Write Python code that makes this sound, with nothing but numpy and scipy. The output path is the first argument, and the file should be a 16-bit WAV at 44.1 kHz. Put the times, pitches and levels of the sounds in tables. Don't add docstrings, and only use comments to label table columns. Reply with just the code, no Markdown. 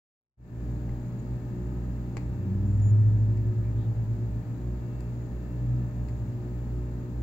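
import sys
import numpy as np
from scipy import signal
from scipy.fft import rfft, irfft
from scipy.io import wavfile

SR = 44100
rng = np.random.default_rng(int(sys.argv[2]) if len(sys.argv) > 2 else 0)


def wav_out(sig):
    wavfile.write(sys.argv[1], SR, np.round(np.clip(np.atleast_2d(sig).T, -1, 1) * 32767).astype(np.int16))


N = 318402
TIME = np.arange(N) / SR
FREQ = np.maximum(np.fft.rfftfreq(N, 1 / SR), 1)
MAINS_HZ = 60


def undb(db):
    return 10 ** (np.asarray(db) / 20)


def unit(x):
    return x / np.sqrt(np.mean(x ** 2))


def read(table, hz):
    points, *columns = np.transpose(table)
    return np.array([np.interp(np.log(hz), np.log(points), c) for c in columns])


def band(hz, width):
    return unit(irfft(rfft(rng.standard_normal(N)) / (1 + (2 * (FREQ - hz) / width) ** 4), N))


def walk(rate_hz):
    return band(0, 2 * rate_hz)


def pan(db):
    return undb(np.vstack([db, -db]) / 2)


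# t/s, level/dB
GEAR_LOAD = [(.5, -0.5), (2, -0.5), (3.2, 1), (4.3, -2), (5.8, 0.5), (7.2, -2)]

def turntable():
    load = undb(np.interp(TIME, *np.transpose(GEAR_LOAD)))
    return motor_hum() + load * (motor_buzz() + motor_whines()) + gear_ticks() + bearing_squeaks()


# f/Hz, level/dB, pan/dB
HUM_PARTIALS = [(120.0, -36.0, 0.0), (180.0, -48.5, 3.0), (240.0, -50.0, 0.0), (300.0, -50.5, 1.0),
                (420.0, -57.0, -2.0), (480.0, -62.5, -1.0), (540.0, -63.5, 3.0), (600.0, -61.0, 4.0),
                (652.0, -71.0, 6.0), (900.0, -72.0, 8.0), (930.0, -77.0, 18.0), (990.0, -76.5, -7.0),
                (1050.0, -77.0, 4.0)]

def motor_hum(waver_db=0.77, drift_rad=0.078):
    out = 0
    for hz, db, pan_db in HUM_PARTIALS:
        phase = 2 * np.pi * (hz * TIME + rng.random()) + drift_rad * np.sqrt(hz / MAINS_HZ) * walk(0.83)
        out = out + pan(pan_db) * np.sqrt(2) * np.sin(phase) * undb(db + waver_db * walk(2.4))
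    return out


# f/Hz, left level/dB, right level/dB
BUZZ_EQ = [(1140.0, -79.0, -85.0), (1400.0, -80.0, -84.0), (1740.0, -72.0, -81.0), (2100.0, -85.0, -90.0),
           (2700.0, -88.0, -91.0), (3100.0, -93.0, -105.0), (3800.0, -90.0, -103.0), (5000, -99, -116),
           (6400.0, -94.0, -114.0), (6900.0, -84.0, -103.0), (8400.0, -113.0, -120.0), (9650, -117, -110),
           (9950.0, -108.0, -92.0), (10500.0, -114.0, -116.0)]

def motor_buzz(from_hz=1090, scatter_db=0.5, half_order_db=-8, trim_db=-3.0, jitter_s=.00003):
    size = 2 * SR // MAINS_HZ
    order = np.arange(size // 2 + 1)
    hz = np.maximum(order * MAINS_HZ / 2, 1)
    db = read(BUZZ_EQ, hz) + trim_db + half_order_db * (order % 2)
    db += scatter_db * rng.standard_normal((2, len(hz)))
    in_range = (hz > from_hz) * (hz < BUZZ_EQ[-1][0])
    partials = undb(db) * in_range * np.exp(2j * np.pi * rng.random((2, len(hz))))
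    loop = irfft(partials, 8 * size) * 8 * size / np.sqrt(2)
    position = np.arange(loop.shape[1]) / loop.shape[1]
    return np.array([np.interp((TIME + jitter_s * walk(0.98)) * MAINS_HZ / 2, position, side, period=1)
                     for side in loop])


# f/Hz, relative level/dB
WHINE_PARTIALS = [(1292, -78), (1680, -76.5), (1739, -79.5), (1798, -78.5), (1863, -82.5), (2401, -86),
                  (2643, -87.5), (2702, -81.5), (6541, -87.5), (6659, -93.5), (6842, -89.5), (6901, -86.5),
                  (7009, -85.5), (9959, -94.5)]

def motor_whines(trim_db=-1, waver_db=2.0, drift_rad=0.61):
    out = 0
    for hz, db in WHINE_PARTIALS:
        sides = undb(read(BUZZ_EQ, hz))[:, None]
        phase = 2 * np.pi * (hz * TIME + rng.random((2, 1))) + drift_rad * walk(0.94)
        out = out + 2 * unit(sides) * np.sin(phase) * undb(db + trim_db + waver_db * walk(2.0))
    return out


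# delay t/s, level/dB
GLASS_ECHOES = [(0, 0), (.0007, -5), (.0026, -9), (.0063, -14), (.0088, -11), (.0112, -13)]
# f/Hz, left level/dB, right level/dB
HOUSING_EQ = [(350, -1, -1), (900, 1, 1), (1400, -9, -12), (2100, 2, 2), (2550, -1, -6), (2950, -16, -23),
              (3850, -15, -29), (4550, -6, -25), (5500, -14, -28), (6500, -14, -28), (7500, -6, -25),
              (9000, -35, -28), (11000, -37, -26), (15000, -31, -31)]
# t/s, peak level/dB, pan/dB, treble tilt/(dB per octave)
TICK_CUES = [(0.893, -36, 4, -4.5), (2.1692, -24.5, 4, -2), (2.7994, -44, 0.5, 3.5), (3.3738, -44.5, 6, 0),
             (5.0062, -41, 1, 5), (6.086, -41, 7, 1.5)]

def gear_ticks(scatter_db=-25, scatter_s=0.0034, room_db=-35, room_s=0.05):
    out, t = np.zeros((2, N)), TIME[:SR // 4]
    hz = np.maximum(np.fft.rfftfreq(len(t), 1 / SR), 1)
    snaps = sum(undb(db) * signal.unit_impulse(len(t), int(lag * SR)) for lag, db in GLASS_ECHOES)
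    tail = undb(scatter_db) * np.exp(-t / scatter_s) + undb(room_db) * np.exp(-t / room_s)
    fold = np.sign(len(t) / 2 - np.arange(len(t))) + 1 - (t == 0)
    for start, db, pan_db, tilt_db in TICK_CUES:
        colour = undb(read(HOUSING_EQ, hz) + tilt_db * np.log2(hz / 2000))
        housing = np.exp(rfft(irfft(np.log(colour), len(t)) * fold))
        strike = snaps + rng.standard_normal((2, len(t))) * tail
        tick = irfft(rfft(strike) * housing, len(t))
        i = int(start * SR)
        out[:, i:i + len(t)] += undb(db) * pan(pan_db) * tick / np.abs(tick).max(axis=1, keepdims=True)
    return out


# t/s, length/s, f/Hz, left level/dB, width/Hz
SQUEAK_CUES = [(1.187, 0.022, 6960, -62, 59.3), (2.652, 0.14, 7180, -67, 470),
               (2.817, 0.1, 7000, -56.5, 25), (3.642, 0.07, 2180, -63.5, 440),
               (3.771, .1, 3520, -67, 960.3), (5.118, 0.16, 7120, -73, 160), (6.028, 0.19, 7210, -73, 168)]

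def bearing_squeaks(right_db=-17, overtone_db=-24, edge_s=0.0033):
    out = 0
    for start, length, hz, db, width in SQUEAK_CUES:
        gate = np.clip(np.minimum(TIME - start, start + length - TIME) / edge_s, 0, 1)
        phase = np.unwrap(np.angle(signal.hilbert(band(hz, width))))
        overtone = undb(overtone_db) * np.sin(1.5 * phase)
        out = out + undb(db) * gate * np.sqrt(2) * (np.sin(phase) + overtone)
    return out * undb([[0], [right_db]])


# t/s, firing f/Hz, relative level/dB at the shop front
ENGINE_REVS = [(0.699, 57, -14.5), (1.852, 67.2, -0.5), (2.4, 93.92, -1.5), (2.7, 99.85, 3),
               (2.95, 105.5, -3), (3.3, 108.5, -4.5), (4.2, 111.9, -7.5), (5.048, 116.3, -12.5),
               (5.799, 123.3, -1), (6.2, 107.5, -20), (6.55, 97, -22), (7.2, 89.7, -17)]

def engine(third_db=-11, roughness=0.11, rough_rad=0.6, rumble_db=-44, roar_db=-48):
    times, *curves = np.transpose(ENGINE_REVS)
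    hz, db = (np.interp(TIME, times, c) for c in curves)
    phase = 2 * np.pi * np.cumsum(hz) / SR
    firing = room_boom(hz) * np.sin(phase) * (1 + roughness * walk(28))
    second = room_boom(2 * hz) * np.sin(2 * phase + rough_rad * walk(16))
    third = room_boom(3 * hz) * np.sin(3 * phase + walk(12))
    exhaust = undb(rumble_db) * band(hz=191, width=34) + undb(roar_db) * band(hz=275, width=90)
    return undb(db) * (np.sqrt(2) * (firing + second + undb(third_db) * third) + exhaust)


# f/Hz, width/Hz, level/dB
ROOM_MODES = [(97, 6.7, -33.5), (105.83, 5.4, -15.5), (111.27, 3.3, -26.5), (122.2, 3.9, -28.5),
              (190, 26, -38), (208.3, 6, -42)]

def room_boom(hz):
    return sum(undb(db) / (1 + (2 * (hz - centre) / width) ** 2) for centre, width, db in ROOM_MODES)


# f/Hz, level/dB, phase wander/rad
BLOWER_DRONES = [(55.75, -49.5, 0.32), (59, -39.5, 0.41), (61.05, -42, 1.2)]

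def blowers(wander_hz=2.3, flutter_db=-46, whine_db=-56, halo_db=-54):
    def tone(hz, wander_rad):
        return np.sqrt(2) * np.sin(2 * np.pi * (hz * TIME + rng.random()) + wander_rad * walk(wander_hz))
    drone = sum(undb(db) * tone(hz, wander) for hz, db, wander in BLOWER_DRONES)
    drone += undb(flutter_db) * band(hz=60, width=9)
    whine = undb(whine_db) * tone(hz=360, wander_rad=0.27) + undb(halo_db) * band(hz=362, width=11)
    return drone * pan(-1.0) + whine * pan(1.3)


# f/Hz, width/Hz, level/dB
DUCT_RINGS = [(733.4, 20, -70.5), (800, 6.8, -70.5), (826.4, 17, -71), (1221, 22, -73), (1265, 56, -73),
              (1748, 63, -77.5), (2235, 51, -81.5)]

def ducts(swell_db=1.5):
    out = 0
    for hz, width, db in DUCT_RINGS:
        alike, pan_db = read(STEREO_IMAGE, hz)
        centre = np.sqrt(alike) * band(hz, width)
        sides = np.sqrt(1 - alike) * np.array([band(hz, width), band(hz, width)])
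        out = out + undb(db + swell_db * walk(0.93)) * pan(pan_db) * (centre + sides)
    return out


# f/Hz, level/dB
AIR_BED = [(20.0, -76.5), (40.0, -67.7), (80.0, -69.8), (150.0, -63.5), (210.0, -65.2), (280.0, -70.5),
           (400.0, -80.9), (600.0, -85.8), (850.0, -86.7), (1100.0, -91.4), (1750.0, -95.0),
           (2400.0, -100.8), (3100.0, -106.3)]
# f/Hz, left level/dB, right level/dB
HISS_BED = [(3230, -104.3, -110.1), (4760, -102.2, -115.8), (5500, -108.2, -121.7), (6300, -104.7, -119.0),
            (7530, -100.4, -116.6), (7730, -105.3, -119.2), (8330, -117.9, -125.1), (9040, -125.6, -124.8),
            (9840, -120.3, -113.1), (10800, -122.4, -117.7), (12500, -114.6, -114.0),
            (15000, -105.2, -108.6), (15700, -107.6, -112.2)]

def room_air(crossover_hz=3200, swell_db=-0.2):
    low = FREQ < crossover_hz
    balance = pan(read(STEREO_IMAGE, FREQ)[1])
    rush = diffuse(undb(read(AIR_BED, FREQ)) * balance * low) * undb(swell_db * walk(3.5))
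    return rush + diffuse(undb(read(HISS_BED, FREQ)) * ~low)


# f/Hz, correlation (0-1), pan/dB
STEREO_IMAGE = [(30, .95, -.5), (120, .95, .3), (300, .9, 1.8), (600, .56, 2.8), (1200, .05, 3),
                (2000, .03, 3.8), (3200, .02, 4.8)]

def diffuse(gain):
    mid, side = rfft(rng.standard_normal((2, N)))
    alike = read(STEREO_IMAGE, FREQ)[0]
    mid, side = mid * np.sqrt(1 + alike), side * np.sqrt(1 - alike)
    return irfft(np.array([mid + side, mid - side]) * gain, N) * np.sqrt(SR) / 2


def scene():
    return turntable() + room_air() + ducts() + blowers() + engine()


# f/Hz, lead/rad
MIC_LEAD = [(35, .18), (60, .25), (110, .32), (200, .27), (320, .2), (600, 0)]

def record(dry, start_s=0.37, rise_s=0.28, top_hz=15750):
    lead = read(MIC_LEAD, FREQ) * np.array([[.5], [-.5]])
    heard = irfft(rfft(dry) * np.exp(1j * lead), N)
    fade = np.clip((TIME - start_s) / rise_s, 0, 1) + undb(-61) * np.clip(TIME / start_s, 0, 1) ** 2
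    high_cut = signal.ellip(10, .2, 80, top_hz, fs=SR, output="sos")
    return signal.sosfilt(high_cut, heard * fade)


dry = scene()
out = record(dry)
wav_out(out)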